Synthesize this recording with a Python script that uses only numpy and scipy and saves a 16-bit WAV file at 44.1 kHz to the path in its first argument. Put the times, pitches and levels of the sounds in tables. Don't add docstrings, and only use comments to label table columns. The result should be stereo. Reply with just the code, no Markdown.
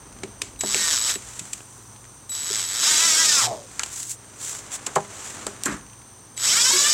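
import sys
import numpy as np
from scipy import signal
from scipy.fft import rfft, irfft, next_fast_len
from scipy.io import wavfile
from scipy.ndimage import uniform_filter1d

SR = 44100
rng = np.random.default_rng(int(sys.argv[2]) if len(sys.argv) > 2 else 0)


def transcribe(u):
    v = np.clip(np.atleast_2d(u).T, -1, 1)
    q = np.round(v * 32767).astype(np.int16)
    wavfile.write(sys.argv[1], SR, q)


N = 305613
T = np.arange(N) / SR
GEAR_RATIO = 52
KNEE_HZ = 208

# (frequency [Hz], density [dB])
CLICK_SPECTRUM = [(150, -19.5), (400, -13.5), (900, -8), (1500, -6.5), (2400, 2), (4000, -1.5), (5500, -2),
                  (7600, 8), (9500, -6), (13000, -19), (16000, -34)]
# (frequency [Hz], level [dB])
WIDTH_SPECTRUM = [(450, 3.5), (1100, -11), (7500, 1), (10500, -4)]


def driver(waver=0.0055):
    hz, rasp_gain, whine_gain, ease = motor()
    turns = np.cumsum(hz * (1 + waver * walk(90))) / SR
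    gears = (gear_rasp(turns, hz) + motor_hum(turns, hz, ease)) * rasp_gain
    return pan(gears + brief_tones(), -0.11) + pan(wind_down(turns), -5.5) + supply_whine() * whine_gain


def motor(coast_s=.47, unload_db=-13, unload_s=0.012, fade_db_per_s=65, full_accel_hz_per_s=2500):
    # (time [s], speed [Hz])
    speeds = [
        [(.59, 22), (.665, 97.96), (.78, 165.3), (.85, 166.9), (.92, 151.2), (1.0, 101.9), (1.07, 141.1),
         (1.125, 104), (1.165, 61.92)],
        [(2.29, 26.7), (2.35, 73.06), (2.43, 70.7), (2.54, 111.4), (2.67, 79.81), (2.81, 138.1), (2.88, 301.7),
         (3.05, 328.1), (3.3, 313), (3.40, 255.4), (3.46, 155.3)],
        [(6.365, 35.1), (6.42, 112.9), (6.5, 307.3), (6.58, 460.8), (6.71, 540), (6.87, 593)],
    ]
    # (on [s], off [s], rasp [dB], whine [dB], whine swell [s],
    # speed swing from binding [0-1], easiest turning [s])
    runs = [(.592, 1.16, -18, -33.5, 0.24, 0.02, .86), (2.294, 3.465, -17, -37, 0.0023, 0.03, 3.05),
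            (6.366, 7.0, -18, -37, 0.07, 0, 6.77)]
    # (time [s], half length [s], rasp boost [dB])
    bites = [(0.956, 0.059, 4), (1.104, 0.028, 6), (2.6, 0.051, 3), (3.454, .025, 1.5)]
    out = np.zeros((4, N))
    out[0] = speeds[0][0][1]
    for curve, (on_s, off_s, rasp_db, whine_db, swell_s, swing, easy_s) in zip(speeds, runs):
        free_s = np.clip(T - off_s, 0, None)
        hz = np.interp(T, *np.transpose(curve)) * np.exp(-free_s / coast_s)
        accel_hz_per_s = uniform_filter1d(np.gradient(hz) * SR, size=1500)
        current = np.clip(accel_hz_per_s / full_accel_hz_per_s, -1, 1)
        screw_turns = np.cumsum(hz) / SR / GEAR_RATIO
        ease = np.cos(2 * np.pi * (screw_turns - np.interp(easy_s, T, screw_turns)))
        hz = np.maximum(hz * (1 + swing * ease), 10)
        release_db = unload_db * np.minimum(free_s / unload_s, 1) - fade_db_per_s * free_s
        rasp = undb(rasp_db + release_db) / np.hypot(1, (KNEE_HZ / hz) ** 1.8)
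        soft_start_db = -6.5 * np.clip(1 - (T - on_s) / swell_s, 0, 1)
        drive_db = 5 * current + 4 * (hz / 600) ** 2
        whine = undb(whine_db + soft_start_db + drive_db) * np.exp(-free_s / unload_s)
        out = np.where(T >= on_s, [hz, rasp, whine, ease], out)
    out[1] *= undb(sum(db * np.exp(-((T - s) / half_s) ** 2) for s, half_s, db in bites))
    return out


def gear_rasp(turns, hz, body_hz=650, body_db=-19, dip_share=0.59):
    # (frequency [Hz], density [dB])
    spectrum = [(70, -30), (200, -13.5), (650, -13.5), (1300, -6), (2500, -6.5), (3600, -2.5), (5200, -2),
                (6200, -2.5), (7300, 2), (8100, -0.5), (9000, -10.5), (10300, -15.5), (12500, -18),
                (16000, -33)]
    # (centre [Hz], width [Hz])
    dips = [(2830, 120), (4200, 290)]
    teeth = gear_teeth(turns, hz)
    delay_s = .0006 + .0002 * np.sin(2 * np.pi * turns / GEAR_RATIO) + .00005 * walk(20)
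    teeth = even(teeth + np.clip(hz / 1100, 0, .24) * np.interp(T - delay_s, T, teeth))
    rasp = highpass(teeth, body_hz) + undb(body_db) * band(noise(), 134, body_hz, order=3)
    for dip_hz, width_hz in dips:
        rasp -= dip_share * signal.lfilter(*signal.iirpeak(dip_hz, dip_hz / width_hz, SR), rasp)
    return colour(rasp, spectrum)


def gear_teeth(turns, hz, count=12, jitter_s=1.7e-5, clatter_db=2.5, grind_db=-2.5, grind_s=.0014):
    total, clatter = int(turns[-1]) + 1, np.arange(count) > 0
    place = (np.arange(count) + rng.uniform(-0.515, 0.516, count) * clatter) / count
    at = np.interp(np.arange(total)[:, None] + place, turns, np.arange(N))
    at += jitter_s * SR * rng.standard_normal(at.shape)
    force = undb(rng.standard_normal(total))
    grip = unit(uniform_filter1d(rng.standard_normal((total, count)), size=14, axis=0))
    grip *= np.clip(np.interp(np.arange(total), turns, hz) / 280, .4, 1)[:, None]
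    size = force[:, None] * np.where(clatter, undb(clatter_db) * grip, 1)
    lag_s = np.arange(256) / SR
    burst = rng.standard_normal(len(lag_s)) * np.exp(-lag_s / 0.00068)
    allpass = np.roll(irfft(np.exp(1j * np.angle(rfft(burst)))), 20)
    rattle = signal.fftconvolve(strikes(at.ravel(), size.ravel()), allpass)[:N]
    snap = even(band(strikes(at[:, 0], force), 4800, 6100, order=1))
    snap *= undb(-7 + 4 * np.tanh(walk(25))) * np.sqrt(np.minimum(hz / KNEE_HZ, 1))
    grind_gate = force[turns.astype(int)] * np.exp(-(turns % 1) / hz / grind_s) + .15
    return even(even(rattle) + snap + undb(grind_db) * even(grind_gate * noise()))


def motor_hum(turns, hz, ease, hum_db=-22, swing_db=9):
    harmonics = sum(undb(3 * walk(20)) * np.sin(2 * np.pi * k * turns + .4 * walk(120))
                    for k in range(2, 15))
    gain = np.minimum(hz / KNEE_HZ, 1) ** 2 * undb(hum_db + swing_db * ease + 2 * walk(28))
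    return even(band(harmonics, 1170, 2050)) * gain


def supply_whine(switch_hz=3925.5):
    # (multiple [1], level [dB], left minus right [dB])
    harmonics = [(1, -7, -4.5), (2, 4.5, -3), (3, -12.5, -5)]
    out = np.zeros((2, N))
    for k, db, left_db in harmonics:
        gain = np.sqrt(2) * undb(db + 1.3 * walk(60))
        phase = 2 * np.pi * round(k) * switch_hz * T + 0.14 * k * walk(80)
        out += pan(gain * np.sin(phase), left_db)
    return out


def wind_down(turns, start_s=3.368, level_db=-30.5):
    mesh_phase = 2 * np.pi * 5 * turns
    note = unit(np.sin(mesh_phase) * (1 + 0.78 * walk(250)) + np.cos(mesh_phase) * walk(900))
    return note * undb(level_db) * envelope(start_s, attack_s=0.048, hold_s=0.12, release_s=0.047)


def brief_tones():
    # (start [s], length [s], pitch [Hz], level [dB])
    tones = [(2.504, 0.014, 405, -33.5), (3.409, 0.12, 118.3, -41), (6.704, 0.018, 957.5, -29.5),
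             (6.726, 0.061, 364, -30)]
    out = np.zeros(N)
    for s, length_s, hz, db in tones:
        t = np.arange(int(length_s * SR)) / SR
        add(out, s, undb(db) * np.sqrt(2) * signal.windows.tukey(len(t)) * np.sin(2 * np.pi * hz * t))
    return out


def clicks(build_share=0.38, ring_db=-24, ring_s=0.053):
    # (time [s], level [dB], decay [s], tilt [dB/octave])
    snaps = [(0.235, -23, 0.0024, -4), (0.4184, -13, 0.0018, -0.5), (.610, -18.5, 0.0041, 1),
             (0.7455, -8.5, 0.00083, -3), (1.157, -22, 0.0016, -3.5), (1.394, -25, 0.0055, 2.5),
             (1.533, -20, 0.0034, 3.5), (1.606, -36, 0.0022, -7.5), (3.7949, -13.5, 0.0013, -1),
             (3.8347, -16.5, 0.0021, -1), (4.031, -24.5, 0.0018, 7.5), (4.8659, -20, 0.0048, 2.5),
             (4.9575, -20, 0.0053, 2), (5.4676, -17.5, 0.0017, 3), (5.636, -12, 0.0008, 6.5),
             (5.658, -18.5, 0.0074, 6), (6.3775, -22.5, 0.0018, 0)]
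    out, t = np.zeros(N), np.arange(-SR // 20, SR // 6) / SR
    for s, db, decay_s, tilt_db in snaps:
        shape = np.exp(-np.abs(t) / np.where(t < 0, build_share * decay_s, decay_s))
        shape += undb(ring_db) * (t > 0) * np.exp(-np.abs(t) / ring_s)
        burst = shape * rng.standard_normal(len(t))
        add(out, s + t[0], undb(db) * colour(burst, CLICK_SPECTRUM, tilt_db))
    return pan(out, -0.67)


def knocks(modes_db=-4):
    # (time [s], level [dB], centre [Hz], spread [octaves], thud decay [s])
    pushes = [(0.234, -31, 292, 0.58, 0.017), (.42, -39, 377, 0.41, 0.013), (0.635, -24, 294, 1.5, 0.0093),
              (.752, -28, 286, 0.6, 0.0082), (1.157, -33.5, 330, 0.55, 0.0086),
              (1.408, -43.5, 160, 0.61, 0.024), (3.797, -31.5, 1400, 0.43, 0.02),
              (4.868, -35, 560, 1.4, 0.032), (4.961, -12.5, 746, 0.56, 0.013),
              (4.964, -32, 154, 0.36, 0.022), (5.467, -28, 490, 1.34, 0.011),
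              (5.660, -26, 1320, 0.47, 0.053), (5.661, -21, 347, 0.56, 0.0036),
              (5.684, -29, 214, 0.62, 0.052)]
    # (frequency [Hz], level [dB], t60 [s])
    modes = [(150.5, -2.5, 0.23), (204.3, 6.5, 0.38), (282, 4, 0.13), (364.4, 10, 0.13), (405, 4.5, 0.26),
             (625, -6, 0.18), (809, 0, 0.16), (996, -19, 0.6), (1047, 6, 0.069), (1647, 9.5, 0.067)]
    out, t = np.zeros(N), np.arange(SR // 2) / SR
    hz, mode_db, t60_s = np.transpose(modes)[:, :, None]
    for s, db, centre_hz, spread_oct, decay_s in pushes:
        weight = undb(mode_db) * np.exp(-.5 * (np.log2(hz / centre_hz) / spread_oct) ** 2)
        weight *= rng.choice([-1, 1], hz.shape) / np.sqrt(np.sum(weight ** 2) / 2)
        ring = np.sum(weight * np.sin(2 * np.pi * hz * t) * np.exp(-np.log(1000) * t / t60_s), axis=0)
        burst = rng.standard_normal(len(t)) * np.exp(-t / decay_s)
        thud = band(burst, centre_hz / 2 ** spread_oct, centre_hz * 2 ** spread_oct)
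        thud *= np.sqrt(decay_s * SR / 2 / np.sum(thud ** 2))
        add(out, s, undb(db) * (undb(modes_db) * ring + thud))
    return pan(out, -0.95)


def glove(grain_db=2, patchy_db=1.5, folds_per_s=12):
    # (peak [s], half length [s], level [dB], tilt [dB/octave])
    strokes = [(0.11, 0.72, -50.5, -5), (1.29, 0.34, -42, 1), (1.6, 0.88, -57, 11.5),
               (3.834, 0.16, -41.5, 1), (3.996, 0.075, -33.5, 6), (4.111, 0.031, -31.5, 7.5),
               (4.457, 0.058, -32, 4.5), (4.542, 0.067, -36.5, 4.5), (4.746, 0.029, -29, 4),
               (4.853, 0.53, -42.5, -1.5), (5.265, 0.11, -38.5, 2), (5.455, 0.14, -42, -2.5),
               (5.705, 0.066, -36.5, -1.5)]
    # (frequency [Hz], density [dB])
    spectrum = [(80, -14.5), (300, -3), (700, -4), (1300, -1.5), (2500, -6), (5000, -9.5), (7600, 1.5),
                (9400, -12), (13000, -26.5), (16000, -30)]
    slips = unit(noise() * undb(grain_db * noise() + patchy_db * walk(150)))
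    folds = (rng.random(N) < folds_per_s / SR) * rng.uniform(.7, 2.5, N)
    slips *= 1 + tails(folds, decay_s=.0015)
    out = np.zeros(N)
    for s, half_s, db, tilt_db in strokes:
        near = np.abs(T - s) < 3 * half_s
        stroke = slips[near] * np.exp(-((T[near] - s) / half_s) ** 2)
        add(out, T[near][0], undb(db) * colour(stroke, spectrum, tilt_db))
    return pan(out, -0.63)


def ticks(per_s=6, level_db=-42):
    touches = (rng.random(N) < per_s / SR) * undb(0.5 * np.clip(noise(), -2, 2))
    bursts = tails(touches, decay_s=0.0027) * noise()
    return pan(undb(level_db) * colour(bursts, CLICK_SPECTRUM, tilt_db=-3), -.6)


def workshop(air_db=-50, air_side_db=-15, hiss_side_db=-2):
    # (frequency [Hz], density [dB])
    air = [(25, -32), (55, -6), (100, -3), (300, -3.5), (600, -10.5), (1000, -6), (2300, -18), (8000, -19),
           (10000, -25), (16000, -28.5)]
    # (start [s], hold [s], level [dB])
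    shifts = [(0, 1.33, -55), (5.66, .11, -48)]
    # (frequency [Hz], level [dB])
    hum_tones = [(54.5, -63.5), (98.5, -59), (120, -57)]
    # (centre [Hz], width [Hz], level [dB])
    hiss_bands = [(6090, 520, -54), (7900, 1800, -61), (8775, 640, -52.5)]
    sides = np.array([[1], [-1]])
    out = colour(noise(), air) * undb(air_db + 0.59 * walk(8.6))
    out = out + sides * colour(colour(noise(), air), WIDTH_SPECTRUM) * undb(air_db + air_side_db)
    rumble_gain = sum(undb(db) * envelope(s, .01, hold_s, .06) for s, hold_s, db in shifts)
    out += pan(band(noise(), 46, 68) * rumble_gain, -2.3)
    for hz, db in hum_tones:
        gain = np.sqrt(2) * undb(db + 2.4 * walk(5.5))
        out += pan(gain * np.sin(2 * np.pi * hz * T + 1.62 * walk(7.6)), -5)
    for hz, width_hz, db in hiss_bands:
        mid, side = (band(noise(), hz - width_hz / 2, hz + width_hz / 2, order=3) for _ in range(2))
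        out += undb(db) * (mid + undb(hiss_side_db) * sides * side)
    return out


def room(x, wet_db, t60_s):
    t = np.arange(SR // 2) / SR
    echoes = rng.standard_normal((2, len(t))) * np.exp(-np.log(1000) * t / t60_s) * (t > .003)
    echoes /= np.sqrt(np.sum(echoes ** 2, axis=1, keepdims=True))
    echoes = np.array([colour(side, WIDTH_SPECTRUM) for side in echoes])
    return x + undb(wet_db) * signal.fftconvolve(x, echoes, axes=1)[:, :N]


def undb(db):
    return 10 ** (np.asarray(db) / 20)


def unit(x):
    return x / np.sqrt(np.mean(x ** 2) + 1e-18)


def even(x):
    return x / np.sqrt(np.abs(uniform_filter1d(x ** 2, size=2200)) + 1e-12)


def noise():
    return rng.standard_normal(N)


def walk(rate_hz):
    step = int(SR / rate_hz)
    return unit(uniform_filter1d(np.repeat(rng.standard_normal(N // step + 1), step), step)[:N])


def envelope(start_s, attack_s, hold_s, release_s):
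    t = T - start_s
    return np.clip(t / attack_s, 0, 1) * np.exp(-np.clip(t - attack_s - hold_s, 0, None) / release_s)


def strikes(at, size):
    taps = at.astype(int)[:, None] + np.arange(-5, 7)
    out = np.zeros(N)
    np.add.at(out, np.clip(taps, 0, N - 1), size[:, None] * np.sinc(taps - at[:, None]))
    return out


def tails(impulses, decay_s):
    return signal.lfilter([1], [1, -np.exp(-1 / (decay_s * SR))], impulses)


def colour(x, points, tilt_db=0):
    size = next_fast_len(len(x) + 4096, True) // 2 * 2
    octave = np.log2(np.fft.rfftfreq(size, 1 / SR) + 1)
    hz, db = np.transpose(points)
    shape_db = np.interp(octave, np.log2(hz), db) + tilt_db * np.clip(octave, np.log2(hz[0]), None)
    cepstrum = irfft(np.log(unit(undb(shape_db))))
    cepstrum[1:size // 2] *= 2
    cepstrum[size // 2 + 1:] = 0
    return irfft(rfft(x, size) * np.exp(rfft(cepstrum)))[:len(x)]


def band(x, lo_hz, hi_hz, order=2):
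    hi_hz = min(hi_hz, SR * .45)
    sos = signal.butter(order, [lo_hz, hi_hz], "band", fs=SR, output="sos")
    return signal.sosfilt(sos, x) * np.sqrt(SR / 2 / (hi_hz - lo_hz))


def highpass(x, hz):
    return signal.sosfilt(signal.butter(2, hz, "high", fs=SR, output="sos"), x)


def add(out, s, x):
    i = max(int(s * SR), 0)
    out[i:i + len(x)] += x[:max(N - i, 0)]


def pan(x, left_db):
    return x * undb(np.array([[left_db], [-left_db]]) / 2)


def scene():
    close = room(driver() + glove() + clicks() + ticks(), wet_db=-19, t60_s=0.05)
    return close + room(knocks(), wet_db=-18, t60_s=.12) + workshop()


def record(dry, low_hz=38, ceiling=.8, top_hz=16200):
    rounded = ceiling * np.tanh(highpass(dry, low_hz) / ceiling)
    return signal.sosfilt(signal.ellip(10, .2, 80, top_hz, fs=SR, output="sos"), rounded)


dry = scene()
out = record(dry)
transcribe(out)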